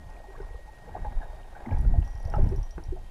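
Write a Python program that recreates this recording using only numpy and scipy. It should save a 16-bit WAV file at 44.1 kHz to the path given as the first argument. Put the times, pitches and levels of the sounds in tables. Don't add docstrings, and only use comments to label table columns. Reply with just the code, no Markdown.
import sys
import numpy as np
from scipy import signal
from scipy.io import wavfile
from scipy.ndimage import uniform_filter1d

SR = 44100
rng = np.random.default_rng(int(sys.argv[2]) if len(sys.argv) > 2 else 0)


def volts(x):
    e = np.asarray(x, float) / 20
    return 10 ** e


def persist_wave(psi):
    counts = np.round(np.clip(psi, -1, 1) * 32767).astype(np.int16)
    wavfile.write(sys.argv[1], SR, np.atleast_2d(counts).T)


N = 136710
T = np.arange(N) / SR

# time in seconds, level in dB.
LAP_ACTIVITY = [(0, -50), (.25, -50), (.43, -47.5), (.6, -55.5), (.84, -50.5), (.96, -41.5), (1.08, -47.5),
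                (1.27, -44.5), (1.46, -51), (1.57, -45), (1.73, -40.5), (1.8, -45), (2.05, -49), (2.2, -49),
                (2.37, -41), (2.6, -46.5), (2.7, -56), (3.1, -55.5)]
# frequency in Hz, width in Hz, level in dB.
HULL_MODES = [(225, 350, -8), (390.6, 104, -2), (638, 288, 7.5), (812, 165, 6.5), (1100, 540, -23),
              (1597, 290, -4), (2210, 480, -11)]
# start in seconds, peak in dB, pitch in Hz, length in seconds.
GLUGS = [(2.432, -27, 190, 0.015), (.235, -44, 842, 0.023), (.279, -44, 385, 0.035),
         (.4, -38.5, 397, 0.016), (.675, -50.5, 900, 0.04), (.947, -30, 730, 0.015),
         (.968, -43, 720, 0.012), (1.055, -35.5, 831, 0.047), (1.215, -49.5, 1614, 0.032),
         (1.19, -47, 836, 0.12), (1.55, -51.5, 1615, 0.088), (1.662, -30.5, 235, 0.066),
         (1.69, -38, 877, 0.06), (1.715, -51, 1680, 0.043), (1.938, -37.5, 680, 0.034),
         (2.562, -27.5, 114, 0.045), (2.28, -44.5, 668, 0.08), (2.338, -26, 814, 0.016),
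         (2.338, -32.5, 1340, 0.013), (2.338, -52.5, 2870, 0.016), (2.38, -27, 574, 0.018),
         (2.422, -27, 260, 0.011), (2.458, -27, 470, 0.0071), (2.512, -32, 383.4, 0.04),
         (2.79, -40.5, 305, 0.019), (2.92, -36, 366.7, 0.048), (2.962, -42.5, 725, 0.027)]
# start in seconds, peak in dB, pitch in Hz.
BUBBLES = [(.041, -43.5, 781), (.164, -46, 727), (.201, -42.5, 615), (.343, -42, 603), (.35, -46, 1105),
           (.362, -53, 1600), (.378, -41, 514), (.4, -51, 1590), (.43, -49.5, 1035), (.505, -46.5, 470),
           (.543, -45, 470), (.555, -56.5, 1150), (.589, -44.5, 548), (.866, -45, 817), (.876, -43, 490),
           (.892, -45, 295), (.918, -49.5, 1650), (.97, -43.5, 1050), (.985, -46, 403), (1.046, -38, 855),
           (1.047, -47, 1660), (1.048, -36.5, 574), (1.05, -56, 2210), (1.232, -42.5, 795),
           (1.262, -48, 796), (1.278, -49, 835), (1.33, -44, 610), (1.601, -44.5, 800), (1.65, -40, 910),
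           (1.665, -42, 900), (1.66, -50, 1720), (1.685, -50, 1870), (1.715, -35.5, 533),
           (1.848, -47, 1430), (1.851, -43.5, 343), (1.985, -38.5, 320), (2.026, -39, 764),
           (2.075, -48, 1080), (2.199, -52, 775), (2.276, -41.5, 554), (2.315, -54, 714),
           (2.36, -32.5, 860), (2.39, -33.5, 400), (2.579, -43.5, 366), (2.772, -32, 166)]
# start in seconds, peak in dB, brightness in Hz.
SLAPS = [(.405, -44, 1810), (.885, -40.5, 950), (.962, -32.5, 1050), (1.046, -42, 2280), (1.668, -44, 960),
         (1.71, -42, 2620), (1.745, -38, 900), (2.025, -43, 2920), (2.337, -32, 1520), (2.39, -35, 1100),
         (2.779, -33, 1370)]
# start in seconds, peak in dB, pitch in Hz.
SPRAY = [(.142, -57, 2780), (.165, -52, 2360), (.374, -61, 2200), (.418, -64, 4870), (.5, -54.5, 2200),
         (1.362, -58.5, 4670), (1.43, -54.5, 3100), (1.66, -43, 2180), (1.71, -52, 2600),
         (1.726, -54, 2580), (1.74, -52, 2240), (1.725, -54.5, 5300), (1.81, -56.5, 11000),
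         (1.875, -58.5, 4700), (2.021, -53.5, 2860), (2.457, -56, 2350), (2.463, -62, 3130)]
# time in seconds, eddy level in dB, flutter level in dB.
GUSTS = [(0, -51, -49), (.1, -44.5, -53), (.3, -50, -68), (.42, -40, -47), (.6, -45, -74), (.8, -53, -57),
         (1.05, -43, -44), (1.2, -41.5, -52.5), (1.62, -47, -62.5), (1.72, -50, -27.5), (1.8, -26.5, -37),
         (2.0, -30, -32), (2.13, -38, -76), (2.44, -28, -25.5), (2.6, -29.5, -49.5), (2.72, -42, -71),
         (2.92, -37.5, -44), (3.1, -43, -73)]
# frequency in Hz, density in dB per Hz.
EDDY_SPECTRUM = [(8, -27), (16, -2), (27, 4), (45, -4.5), (70, -15.5), (110, -28.5), (200, -36.5),
                 (400, -77)]
# frequency in Hz, density in dB per Hz.
FLUTTER_SPECTRUM = [(40, 0), (80, 9), (120, 6), (190, -4.5), (310, -14), (520, -26), (950, -52),
                    (1500, -95)]
# centre in seconds, peak in dB, half width in seconds.
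PRESSURE_DIPS = [(0.514, -25, 0.0052), (1.718, -16, 0.0043), (1.728, -12.5, 0.0027), (1.75, -10.5, 0.0072),
                 (2.543, -15, 0.0049), (0.556, -23, 0.005), (1.025, -18, 0.0063), (1.084, -17, 0.0052),
                 (1.179, -11, 0.0088), (1.302, -23, 0.0057), (1.879, -7.5, 0.0039), (1.93, -6.5, 0.0068),
                 (2.153, -21, 0.0034), (2.26, -13, 0.0034), (2.426, -9, 0.0078), (2.914, -15.5, 0.0055)]
# centre in seconds, peak in dB, half width in seconds.
HARDEST_DIP = (1.988, -2.5, .0036)
# centre in seconds, peak in dB, half width in seconds.
PRESSURE_PUSHES = [(1.772, -16, 0.0042), (1.867, -10.5, 0.0048), (1.895, -13.5, 0.0078),
                   (2.02, -11.5, 0.0042), (2.373, -14.5, 0.0034), (2.519, -18, 0.0049), (2.62, -18.5, .005),
                   (1.164, -26, 0.01), (1.805, -11.5, 0.0045), (2.402, -11, 0.0083), (2.446, -11, 0.0051),
                   (2.891, -20, 0.0034)]
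# start in seconds, snap level in dB, spring ring level in dB.
TICKS = [(.101, -51.5, -95), (1.785, -52, -63.5), (2.047, -57.5, -63), (2.077, -55.5, -64),
         (2.106, -59, -64), (2.13, -64, -72), (2.153, -54.5, -65), (2.176, -59.5, -65), (2.2, -57, -64),
         (2.228, -53, -70), (2.252, -51, -63), (2.274, -49.5, -64), (2.3, -51, -74), (2.329, -58, -68),
         (2.357, -55.5, -82), (2.39, -64, -74), (2.441, -54, -71), (2.49, -51.5, -66),
         (2.561, -49.5, -59.5), (2.63, -49.5, -56.5), (2.709, -49.5, -57.5), (2.838, -49.5, -63.5)]
# frequency in Hz, level in dB, 60 dB decay in seconds.
SNAP_MODES = [(4880, 3, 0.02), (5450, 9, 0.024), (5820, -0.5, 0.032), (8200, -4, 0.015),
              (10170, -0.5, 0.021), (12100, -5, 0.012)]
# time in seconds, pitch in Hz, level in dB.
WHINE = [
    (0, 1870, -62),
    (.3, 1884, -61.5),
    (1.1, 1878, -62),
    (1.3, 1864, -66),
    (1.5, 1866, -68),
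    (1.65, 1885, -65),
    (2.2, 1894, -63),
    (2.55, 1872, -69),
    (3.1, 1880, -72),
]
# frequency in Hz, level at start in dB, level at end in dB.
FAINT_TONES = [(10406, -87, -86), (3150, -96, -77)]
# frequency in Hz, density in dB.
HISS_SPECTRUM = [(88, -32), (150, -1), (479, -6), (808, -6.5), (1360, -15.5), (1890, -15.5), (2580, -17),
                 (10800, -27.5), (15300, -33.5)]


def evened(x):
    return x / np.sqrt(np.mean(x ** 2) + 1e-20)


def curve(table, column=1):
    rows = np.array(table)
    return np.interp(T, rows[:, 0], rows[:, column])


def add(mix, start_s, sound):
    part = mix[round(start_s * SR):][:len(sound)]
    part += sound[:len(part)]


def drift(hz):
    lowpass = signal.butter(2, hz, fs=SR, output="sos")
    settled = signal.sosfilt(lowpass, rng.standard_normal(N + SR))[SR:]
    return evened(settled)


def coloured(spectrum, size, patchy_db=0., flicker_db=0.):
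    hop, bin_hz = size // 4, np.fft.rfftfreq(size, 1 / SR)
    real, imag, patches = rng.standard_normal((N // hop + 5, len(bin_hz), 3)).T
    patches = uniform_filter1d(patches, size=6, axis=0)
    patches = evened(uniform_filter1d(patches, size=8, axis=1))
    hz, db = np.transpose(spectrum)
    level_db = np.interp(np.log(bin_hz + 1), np.log(hz + 1), db, left=-90)[:, None]
    level_db = level_db + patchy_db * patches
    level_db = level_db + flicker_db * rng.standard_normal(real.shape[1])
    bins = (real + 1j * imag) * volts(level_db)
    return evened(signal.istft(bins, nperseg=size, noverlap=size - hop)[1][:N])


def steadied(x):
    window_s = 0.055
    return x / np.sqrt(uniform_filter1d(x ** 2, round(window_s * SR)) + 0.00079)


def resonate(x, hz, width_hz):
    turn = np.exp(2j * np.pi * hz * T[:len(x)])
    r = np.exp(-np.pi * width_hz / SR)
    return 2 * (turn * signal.lfilter([1 - r], [1, -r], x / turn + 1e-18)).real


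def lapping():
    drops_per_s, spread_db, drop_s, shared = 1200, 3.5, 0.002, 0.35
    size = volts(spread_db * np.minimum(rng.exponential(1, N), 4))
    size = size * (rng.random(N) < drops_per_s / SR)
    struck_mode = rng.integers(0, len(HULL_MODES), N)
    soft = np.exp(-T[:600] / drop_s) * T[:600]
    out = np.zeros(N)
    for k, (hz, width_hz, db) in enumerate(HULL_MODES):
        impacts = size * np.where(struck_mode == k, 1, shared)
        drive = signal.oaconvolve(impacts, soft)[:N] * rng.standard_normal(N)
        rung = resonate(resonate(drive, hz, width_hz), hz, 2 * width_hz)
        out += volts(db) * evened(rung)
    return evened(out) * volts(curve(LAP_ACTIVITY) - 5.5)


def glug(peak_db, hz, length_s):
    glide, wobble, roughness, rise_cycles, fade_db = 0.02, 0.04, 0.5, 1.72, -17
    t = T[:round(1.6 * length_s * SR)]
    smooth = signal.oaconvolve(rng.standard_normal((2, 9000)), np.hanning(300)[None], "valid")
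    pitch_wander, level_wander = evened(smooth)[:, :len(t)]
    pitch_hz = hz * (1 + glide * (t / length_s - 0.5) + wobble * pitch_wander)
    shape = np.minimum(t * hz / rise_cycles, 1) * volts(fade_db * (t / length_s) ** 2)
    shape = shape * (1 + roughness * level_wander)
    return volts(peak_db) * shape * np.sin(2 * np.pi * np.cumsum(pitch_hz) / SR)


def bubble(peak_db, hz):
    return glug(peak_db, hz, length_s=0.01 + 1.57 / hz)


def slap(peak_db, bright_hz):
    t60_s, rise_s, direct = 0.034, 0.0014, 0.07
    t = T[:4000]
    burst = rng.standard_normal(len(t)) * volts(-60 * t / t60_s) * np.minimum(t / rise_s, 1)
    band = signal.butter(3, [bright_hz / 6, bright_hz], "band", fs=SR, output="sos")
    burst = signal.sosfilt(band, burst)
    rung = direct * burst
    for hz, width_hz, db in HULL_MODES:
        rung = rung + volts(db / 2) * resonate(burst, hz, width_hz)
    return volts(peak_db) * rung / abs(rung).max()


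def hollow(x):
    tail_db, t60_s, rise_s = -4.5, 0.098, 0.0044
    t = T[:8000]
    tail = rng.standard_normal(len(t)) * volts(-60 * t / t60_s) * np.minimum(t / rise_s, 1)
    return x + volts(tail_db) * signal.oaconvolve(x, tail / np.linalg.norm(tail))[:N]


def droplet(peak_db, hz):
    return glug(peak_db, hz, length_s=0.0053)


def wind():
    eddy_db = curve(GUSTS) + 3 + 1 * drift(29.0)
    flutter_db = curve(GUSTS, column=2) + 2.5 * drift(4.4)
    eddies = steadied(coloured(EDDY_SPECTRUM, size=8192)) * volts(eddy_db)
    out = steadied(coloured(FLUTTER_SPECTRUM, size=4096)) * volts(flutter_db)
    for polarity, table in ((-0.74, PRESSURE_DIPS + [HARDEST_DIP]), (1, PRESSURE_PUSHES)):
        for centre_s, db, half_s in table:
            u = (T - centre_s) / half_s
            wide = np.exp(-(u / 3) ** 2)
            eddies = eddies * (1 - wide)
            out += polarity * volts(db) * (np.exp(-u ** 2) - wide / 3)
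    return out + eddies


def tick(snap_db, ring_db):
    pitch_spread, level_spread_db = 0.02, 4
    spring_hz, spring_t60_s, free_s = 5800, 0.2, 0.06
    t = T[:4000]
    snap = np.zeros(len(t))
    for hz, db, t60_s in SNAP_MODES:
        level_chance, pitch_chance = rng.standard_normal(2)
        level = volts(db + level_spread_db * level_chance - 60 * t / t60_s)
        snap += level * np.sin(2 * np.pi * hz * (1 + pitch_spread * pitch_chance) * t)
    free = np.minimum(t / 0.0014, 1) * np.clip((free_s - t) / 0.0085, 0, 1)
    ring = free * volts(ring_db - 60 * t / spring_t60_s) * np.sin(2 * np.pi * spring_hz * t)
    return volts(snap_db - 10.0) * snap + ring


def pump():
    waver_hz, waver_db = 7, 2
    octave_db, octave_at_s, octave_for_s = -75, 1.3, 0.52
    phase = 2 * np.pi * np.cumsum(curve(WHINE) + waver_hz * drift(11.6)) / SR
    out = volts(curve(WHINE, column=2) + waver_db * drift(12)) * np.sin(phase)
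    away = np.minimum(((T - octave_at_s) / octave_for_s) ** 2, 1)
    out += volts(octave_db - 10 * away) * np.sin(2 * phase)
    for hz, first_db, last_db in FAINT_TONES:
        level = volts(np.linspace(first_db, last_db, N) + 2 * waver_db * drift(28.0))
        out += level * np.sin(2 * np.pi * np.cumsum(hz + waver_hz * drift(6.2)) / SR)
    return np.sqrt(2) * out


def hiss():
    level_db = -59.5 - 0.5 * (T / T[-1] - 0.5)
    return volts(level_db) * coloured(HISS_SPECTRUM, size=512, patchy_db=1, flicker_db=1.3)


def scene():
    mix = wind() + lapping() + pump() + hiss()
    water = np.zeros(N)
    for table, source, into in ((GLUGS, glug, water), (BUBBLES, bubble, water), (SLAPS, slap, water),
                                (SPRAY, droplet, mix), (TICKS, tick, mix)):
        for start_s, *row in table:
            add(into, start_s, source(*row))
    return (mix + hollow(water))[None]


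def roll_off(x):
    return signal.sosfilt(signal.butter(12, 15450, fs=SR, output="sos"), x)


def record(dry):
    edge_hz, starved_hz, ragged_hz, starve_db = 15440, 12600, 900, 2.2
    hz, t, z = signal.stft(dry, SR, nperseg=2048)
    power = (abs(z) ** 2).sum(1)
    starved = power > volts(2 * starve_db) * uniform_filter1d(power, size=21, axis=1)
    ragged_edge = starved_hz + ragged_hz * abs(rng.standard_normal(len(t)))
    thinned = (hz[:, None] > ragged_edge) & starved[:, None]
    z = z * (hz < edge_hz)[:, None] * np.where(thinned, 0.1, 1)
    mix = signal.istft(z, SR, nperseg=2048)[1][:, :N]
    return roll_off(mix)


dry = scene()
out = record(dry)
persist_wave(out)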